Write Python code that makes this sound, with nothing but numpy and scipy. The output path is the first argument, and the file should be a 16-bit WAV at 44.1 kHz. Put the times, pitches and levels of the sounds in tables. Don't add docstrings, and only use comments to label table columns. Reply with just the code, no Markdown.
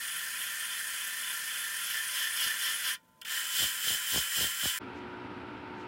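import sys
import numpy as np
from scipy import signal
from scipy.fft import rfft, irfft, next_fast_len
from scipy.io import wavfile
from scipy.ndimage import uniform_filter1d, map_coordinates

SR = 44100
rng = np.random.default_rng(int(sys.argv[2]) if len(sys.argv) > 2 else 0)


def int16_out(signal):
    q = np.round(np.clip(np.atleast_2d(signal).T, -1, 1) * 32767)
    wavfile.write(sys.argv[1], SR, q.astype(np.int16))


N = 258867
TIME = np.arange(N) / SR

# (resting level [dB], slope [dB per dB of push], rocking swing [dB], settling time [s], early fade [s])
FIRST_RESPONSE = [(-43, .5, 1, 0.0028, 0.0068), (-42.5, 1.14, 2.5, .004, 0.0058),
                  (-46, 0.87, -0.3, 0.003, 0), (-38.5, 0.13, -0.2, 0.0026, 0.015)]
SECOND_RESPONSE = [(-43.5, 0.29, 0, 0.023, 0.014), (-42, 1.01, 0, .02, 0.026), (-44, 0.88, 0, 0.03, 0.0081),
                   (-37.5, 0.53, 0, 0.069, 0.01)]
# (time [s], duration [s], push [dB])
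HAND_STROKES = [(1.925, 0.34, 3), (2.2, 0.27, 5.5), (2.432, 0.23, 9.5), (2.664, 0.24, 6.5),
                (2.873, 0.14, 7.5), (3.343, 0.25, 5.5), (3.612, 0.28, 12.5), (3.899, 0.25, 10.5),
                (4.156, 0.26, 11.5), (4.408, 0.27, 11.5), (4.662, 0.2, 9.5)]
# (frequency [Hz], bandwidth [Hz], relative gain [dB])
WHEEL_RESONANCES = [(1019, 20, -12.5), (1192, 36, -19), (1286, 49, -16), (1381, 28, -7), (1435, 18, -6),
                    (1555, 34, -5.5), (1610, 41, -6), (1728, 59, -7), (1789, 29, -7), (1884, 18, -3),
                    (1972, 40, -8), (2082, 65, -11), (2301, 47, -11), (2369, 20, -12), (2481, 48, -9),
                    (2663, 133, -14), (2805, 30, -6.5), (2899, 29, -5), (2987, 43, -3), (3057, 36, -2.5),
                    (3107, 41, -2), (3203, 77, -3.5), (3380, 110, -7), (3492, 45, -3.5), (3545, 50, -9)]
FIRST_RESONANCES = [(4925, 87, 7.5), (7100, 65, -28), (6670, 300, -4), (8040, 45, -24), (9980, 190, -16),
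                    (9860, 39, -6), (10640, 66, -21), (10550, 380, -15), (11200, 200, 2), (14400, 110, 3)]
SECOND_RESONANCES = [(4190, 190, -4), (4670, 52, -3), (5090, 170, 0), (6490, 62, -3), (7050, 200, -4),
                     (7480, 380, -1), (7830, 130, -3), (8020, 60, -4), (8450, 250, -4), (8760, 120, -2),
                     (9240, 100, -3), (10400, 160, 0), (10900, 52, -3), (13300, 210, -4), (13700, 260, -3),
                     (15200, 210, -1)]
BITE_RESONANCES = [(5260, 420, 0), (11300, 450, -0.5), (14400, 700, -4)]
# (frequency [Hz], relative density [dB])
FIRST_SPECTRUM = [(3500, -13.5), (3750, -9), (4200, -5), (4550, -5.5), (5100, -4), (5800, -4), (6600, -6.5),
                  (7450, -3.5), (8400, -3.5), (10500, -1.5), (12400, -4), (14200, 5), (15700, 2.5)]
SECOND_SPECTRUM = [(2120, -44), (3600, -9), (3760, -1.5), (4100, -2), (4440, -3.5), (5150, 0.5),
                   (6190, -2.5), (7590, -5), (9710, -7.5), (10500, -4), (12100, -2.5), (13400, 6.5),
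                   (15700, 12.5)]
RUB_SPECTRUM = [(50, -13), (100, -4), (180, -18), (350, -9), (480, 6), (800, 5), (1200, -11), (2500, 12)]
# (time [s], duration [s], relative level [dB])
SQUEAL_SWELLS = [(1.995, 0.21, -35), (2.26, 0.28, -36), (2.51, .16, -33.5), (2.69, 0.27, -39),
                 (2.9, 0.17, -40), (3.37, 0.27, -39)]
JUDDER_SWELLS = [(2.472, 0.082, -52.5), (2.69, .12, -60), (3.63, 0.13, -45), (3.905, .17, -47),
                 (4.168, 0.15, -44), (4.42, 0.16, -41.5), (4.657, .085, -42.5)]
# (time [s], relative level [dB])
HARD_SLIPS = [(3.622, -20.5), (4.141, -18), (4.1565, -13), (4.1735, -15), (4.440, -18), (4.652, -17.5)]
LANDING_TAPS = [(3.2148, -14), (3.229, -28), (3.2492, -10.5), (3.2585, -29)]
# (frequency [Hz], relative density [dB])
SPRAY_SPECTRUM = [(50, -8), (90, -6.5), (140, -5), (180, 1.5), (240, -6), (300, -6.5), (400, -15.5),
                  (500, -6), (780, -20.5), (1000, -20), (1500, -14), (3000, -27), (3800, -25),
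                  (15700, -23.5)]
AIR_SPECTRUM = [(21, -53), (35, -29), (113, -11), (154, -18), (284, -1), (323, -26), (358, -7), (386, -8.5),
                (512, -10.5), (921, -10), (1020, -13), (1350, -9.5), (1700, -13.5), (2560, -13.5),
                (4000, -25.5), (5300, -33.5), (6550, -46.5), (7800, -46), (9100, -53), (10700, -47),
                (12300, -67), (15700, -66)]
# (frequency [Hz], relative level [dB])
WHEEL_LINES = [(242.2, -77), (629.8, -85), (899.0, -71.5), (1017, -71.5), (1378, -83), (2476, -91.5)]
HUM_LINES = [(119.6, -60), (301.5, -55), (360.7, -51), (419.9, -62), (479.1, -63), (899.0, -56),
             (958.2, -57), (1244, -62), (1319, -60), (1378, -60), (1976, -69), (2562, -73)]
# (frequency [Hz], bandwidth [Hz], relative gain [dB])
HOUSING_RESONANCES = [(84.5, 17, -3), (194, 36, -3), (276, 28, 2), (865, 113, -8), (1500, 124, -8.5)]
# (time [s], Gaussian width [s], level [dB])
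FINGER_BRUSHES = [(4.98, 0.023, -66.5), (5.81, 0.029, -66)]

FIRST_TOUCH, SECOND_TOUCH = (-.01, 2.952), (3.243, 4.79)
ROCK_S, ROCK_PEAK_S, ROCK_UNTIL_S = .286, .42, 1.8
LEAN_DB_PER_S, LIFT_DB_PER_S = 0.6, 852
SQUEAL_DB, SQUEAL_SWING_DB = -45.5, 3.5
BITE_DB, BITE_SLOPE = -46, 0.68
GAP_HZ, GAP_WIDTH_HZ, GAP_SWEEP, GAP_DB = 10400, 620, .12, -7
SHAFT_HZ, CUTOFF_HZ = 30, 15800
WHEEL_END_S, MOTOR_START_S = 4.7885, 4.805


def grinding():
    loose = contact_force(rough_db=0.5, shake=0.026)
    firm = contact_force(rough_db=0.35, shake=0.021)
    low, high, rasp, hiss = face_levels(FIRST_RESPONSE, FIRST_TOUCH, lean_db=LEAN_DB_PER_S * TIME)
    first = wheel_ring(low, high, loose, low_db=1.3, high_db=0.0)
    first += stone_hiss(rasp, hiss, loose, FIRST_SPECTRUM, FIRST_RESONANCES, peaks_db=-15,
                        glide_depth=.007, ripple=0.5, rasp_db=-3.5, hiss_db=-5.0, top_db=-8.0)
    first += bite(loose) + hiss * wet_gap(loose)
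    spurts = 1 + 0.35 * np.sin(2 * np.pi * SHAFT_HZ * TIME)
    squeal = from_db(-2.0) * squeal_level(snap=2.5) * spurts * singing_mode(1787, 16)

    low, high, rasp, hiss = face_levels(SECOND_RESPONSE, SECOND_TOUCH, lean_db=0)
    second = wheel_ring(low, high, firm, low_db=2.5, high_db=-2.0)
    second += stone_hiss(rasp, hiss, firm, SECOND_SPECTRUM, SECOND_RESONANCES, peaks_db=-7.5,
                         glide_depth=0.00185, ripple=0.73, rasp_db=-4.5, hiss_db=-3.5, top_db=-5.0)
    second += from_db(-1.5) * low * singing_mode(3038, 55)
    second += from_db(-8.0) * high * singing_mode(3124, 73)
    second += from_db(-7.0) * low * singing_mode(1740, 91)
    return first + second + squeal


def wheel_ring(low, high, contact, low_db, high_db):
    force = contact * grit(per_s=9900, spread_db=3.0, repeat=0.11)
    low_modes = [mode for mode in WHEEL_RESONANCES if mode[0] < 2740]
    high_modes = WHEEL_RESONANCES[len(low_modes):]
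    ring = from_db(low_db) * resonate(force * low, low_modes)
    ring += from_db(high_db) * resonate(force * high, high_modes)
    rub = from_db(-17.5) * low * colour(contact * grains(per_s=3000, spread_db=3.5), RUB_SPECTRUM)
    return ring + rub


def stone_hiss(rasp, hiss, contact, spectrum, peaks, peaks_db, glide_depth, ripple,
               rasp_db, hiss_db, top_db):
    impacts = grit(per_s=14000, spread_db=-1.0, repeat=0.033)
    crackle = dense_modes(impacts, ring_s=0.0048, share=ripple)
    fizz = colour(contact * glide(crackle, glide_depth), spectrum)
    force = contact * grit(per_s=14000, spread_db=2.0, repeat=0.19)
    fizz += from_db(peaks_db) * resonate(force, peaks)
    coarse, body = below(fizz, 6500), below(fizz, 12200)
    low_band = from_db(rasp_db) * rasp * rms_one(coarse)
    mid_band = from_db(hiss_db) * hiss * rms_one(body - coarse)
    top_band = from_db(top_db) * np.sqrt(rasp * hiss) * rms_one(fizz - body)
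    return low_band + mid_band + top_band


def dense_modes(force, ring_s, share):
    age = np.arange(2048) / SR
    tail = rng.standard_normal(len(age)) * np.exp(-age / ring_s)
    tail /= np.sqrt(np.sum(tail ** 2))
    response = rfft(np.sqrt(share) * tail + np.sqrt(1 - share) * (age == 0))
    response /= np.sqrt(uniform_filter1d(np.abs(response) ** 2, size=19))
    return signal.fftconvolve(force, irfft(response))[:N]


def glide(x, depth):
    turn = rock_phase() - np.pi / 3
    speed = 1 + depth * (-np.sin(turn) - 0.41 * np.sin(2 * turn) + 0.82 * drift(5))
    return map_coordinates(x, [np.cumsum(speed)], order=3, mode="mirror")


def bite(contact):
    push_db = push()
    level = np.tanh(push_db / 2) * from_db(BITE_DB + BITE_SLOPE * push_db) * gate(*FIRST_TOUCH, .02)
    return level * resonate(contact * grains(per_s=8300, spread_db=-4.0), BITE_RESONANCES)


def wet_gap(contact):
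    cycle = (rock_phase() / (2 * np.pi) + .5) % 1
    ring = resonate(grains(per_s=12000, spread_db=-0.5), [(GAP_HZ, GAP_WIDTH_HZ, 0)])
    speed = 1 + GAP_SWEEP * (2 * cycle - 1 + .35 * drift(6))
    swish = map_coordinates(ring, [np.cumsum(speed)], order=3, mode="mirror")
    return from_db(GAP_DB + 2.7 * drift(17)) * contact * swish * np.sqrt(np.abs(np.sin(np.pi * cycle)))


def singing_mode(hz, width_hz):
    ring = resonate(grit(per_s=9000, spread_db=4.0, repeat=0.7), [(hz, width_hz, 0)])
    return rms_one(ring / np.sqrt(uniform_filter1d(ring ** 2, size=700) + .1))


def squeal_level(snap):
    backswing = np.tanh(-snap * np.cos(rock_phase()) + .5)
    rocking = from_db(SQUEAL_DB + SQUEAL_SWING_DB * backswing) * gate(-1, ROCK_UNTIL_S, .1)
    return rocking + bursts(SQUEAL_SWELLS)


def grit(per_s, spread_db, repeat):
    recurring = each_rock(grains(per_s, spread_db))
    return np.sqrt(repeat) * recurring + np.sqrt(1 - repeat) * grains(per_s, spread_db)


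def contact_force(rough_db, shake):
    shaft = 2 * np.pi * SHAFT_HZ * TIME
    bumps = from_db(rough_db * (each_rock(drift(105)) + 0.56 * drift(93)))
    return rms_one(bumps * (1 + shake * (np.sin(shaft) + np.sin(2 * shaft))))


def face_levels(face, touch, lean_db):
    start, end = touch
    push_db, age = push(), np.maximum(TIME - start, 0)
    rocking = np.cos(rock_phase()) * gate(-1, ROCK_UNTIL_S, .1)
    levels = []
    for rest_db, slope, swing_db, settle_s, early_s in face:
        lift_db = LIFT_DB_PER_S * np.clip(TIME - end + early_s, 0, 1)
        settled = 1 - np.exp(-age / settle_s)
        level_db = rest_db + slope * push_db + swing_db * rocking + lean_db - lift_db
        levels.append(settled * from_db(level_db))
    return levels


def push():
    return sum(db * swell(s, length) for s, length, db in HAND_STROKES)


def rock_phase():
    return 2 * np.pi * (TIME - ROCK_PEAK_S) / ROCK_S


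def each_rock(x):
    return np.resize(x[:round(ROCK_S * SR)], N)


def judder(slips_per_s, dispersion, level_db):
    train = bending_wave(grains(slips_per_s, spread_db=3), dispersion)
    even = train / np.sqrt(uniform_filter1d(train ** 2, size=2400) + 0.017 * np.mean(train ** 2))
    waves = from_db(level_db) * bursts(JUDDER_SWELLS) * even
    waves += from_db(19) * bending_wave(clicks(HARD_SLIPS), dispersion)
    core_wobble = from_db(-26.5) * resonate(waves, [(72.3, 45, 0)])
    return waves + core_wobble


def bending_wave(force, dispersion):
    size = next_fast_len(N)
    hz = np.arange(size // 2 + 1) * SR / size
    delay = np.exp(-4j * np.pi * dispersion * np.sqrt(hz))
    wave = irfft(rfft(force, size) * delay, size)[:N]
    wave = butter(wave, 57, "high", order=8)
    return butter(butter(wave, 430, "low", order=1), 1350, "low")


def taps(crunch_s, ring_db, hiss_db):
    envelope = signal.lfilter([1], [1, -np.exp(-1 / (crunch_s * SR))], clicks(LANDING_TAPS) + 1e-18)
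    force = envelope * rng.standard_normal(N)
    tick = resonate(butter(force, 2500, "high"), SECOND_RESONANCES)
    tick += from_db(4.0) * butter(force, 1600, "high")
    return from_db(ring_db) * resonate(force, WHEEL_RESONANCES) + from_db(hiss_db) * tick


def motor():
    shaft = 2 * np.pi * SHAFT_HZ * TIME
    throb = 1 + 0.056 * np.sin(shaft) + 0.041 * np.sin(2 * shaft)
    air = from_db(-48.5 + 0.44 * drift(36)) * throb * colour(rng.standard_normal(N), AIR_SPECTRUM)
    shake = resonate(rng.standard_normal(N), HOUSING_RESONANCES)
    rumble = from_db(-48.5 + 1.1 * drift(11)) * shake / np.sqrt(uniform_filter1d(shake ** 2, size=4000))
    return air + rumble + from_db(-0.1) * tones(HUM_LINES, waver_db=2.0, wander_hz=1.09)


def fingers():
    level = sum(from_db(db) * np.exp(-.5 * ((TIME - s) / width) ** 2) for s, width, db in FINGER_BRUSHES)
    return level * rms_one(butter(grains(per_s=2300, spread_db=2.5), [2800, 6500], "band"))


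def free_wheel():
    spray = from_db(-68.0 + drift(25)) * colour(grains(per_s=8200, spread_db=0.5), SPRAY_SPECTRUM)
    jet = from_db(-77.5) * resonate(rng.standard_normal(N), WHEEL_RESONANCES)
    return spray + jet + from_db(-0.5) * tones(WHEEL_LINES, waver_db=3.5, wander_hz=4.18)


def tones(lines, waver_db, wander_hz):
    out = 0
    for hz, db in lines:
        phase = 2 * np.pi * (np.cumsum(hz + wander_hz * drift(8.8)) / SR + rng.random())
        out = out + np.sqrt(2) * from_db(db + waver_db * drift(8.8)) * np.sin(phase)
    return out


def resonate(force, modes):
    out, power = 0, 0
    for k, (hz, width, db) in enumerate(modes):
        radius = np.exp(-np.pi * width / SR)
        gain = (1 - radius * radius) / 2
        feedback = [1, -2 * radius * np.cos(2 * np.pi * hz / SR), radius * radius]
        out = out + (-1) ** k * from_db(db) * signal.lfilter([gain, 0, -gain], feedback, force + 1e-18)
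        power += gain * from_db(db) ** 2
    return out / np.sqrt(power)


def grains(per_s, spread_db):
    sizes = from_db(spread_db * np.minimum(rng.exponential(1, N), 4)) * rng.choice([-1, 1], N)
    return rms_one(sizes * (rng.random(N) < per_s / SR))


def clicks(rows):
    out = np.zeros(N)
    for s, db in rows:
        out[round(s * SR)] += from_db(db)
    return out


def drift(corner_hz):
    step = 40
    pole = np.exp(-2 * np.pi * step * corner_hz / SR)
    noise = rng.standard_normal(N // step + 2002)
    slow = signal.lfilter([1], [1, -2 * pole, pole * pole], noise)[2000:]
    return np.interp(np.arange(N) / step, np.arange(len(slow)), rms_one(slow))


def colour(x, spectrum):
    size = next_fast_len(N)
    octave = np.log2(np.arange(size // 2 + 1) * SR / size + 1)
    hz, db = np.transpose(spectrum)
    outside = np.abs(octave - np.clip(octave, np.log2(hz[0]), np.log2(hz[-1])))
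    gain = from_db(np.interp(octave, np.log2(hz), db) - 48 * outside)
    return rms_one(irfft(rfft(x, size) * gain, size)[:N])


def butter(x, edge_hz, kind, order=2):
    return signal.sosfilt(signal.butter(order, edge_hz, kind, fs=SR, output="sos"), x + 1e-18)


def below(x, edge_hz):
    return butter(butter(x, edge_hz, "low", order=4)[::-1], edge_hz, "low", order=4)[::-1]


def bursts(rows):
    return sum(from_db(db) * swell(s, length) for s, length, db in rows)


def swell(s, length):
    return np.cos(np.pi * np.clip((TIME - s) / length, -.5, .5)) ** 2


def gate(start, end, fade):
    return np.clip(np.minimum(TIME - start, end - TIME) / fade + .5, 0, 1)


def from_db(db):
    return 10 ** (np.asarray(db) / 20)


def rms_one(x):
    return x / np.sqrt(np.mean(x ** 2) + 1e-20)


def scene():
    wheel = grinding() + free_wheel() + taps(crunch_s=0.0041, ring_db=-21.0, hiss_db=-31.5)
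    wheel += judder(slips_per_s=210, dispersion=0.085, level_db=-2.5)
    mono = wheel * gate(-1, WHEEL_END_S, .001) + (motor() + fingers()) * gate(MOTOR_START_S, 10, .022)
    return np.stack([mono, mono])


def record(dry):
    return signal.sosfilt(signal.ellip(12, .1, 80, CUTOFF_HZ, fs=SR, output="sos"), dry)


dry = scene()
out = record(dry)
int16_out(out)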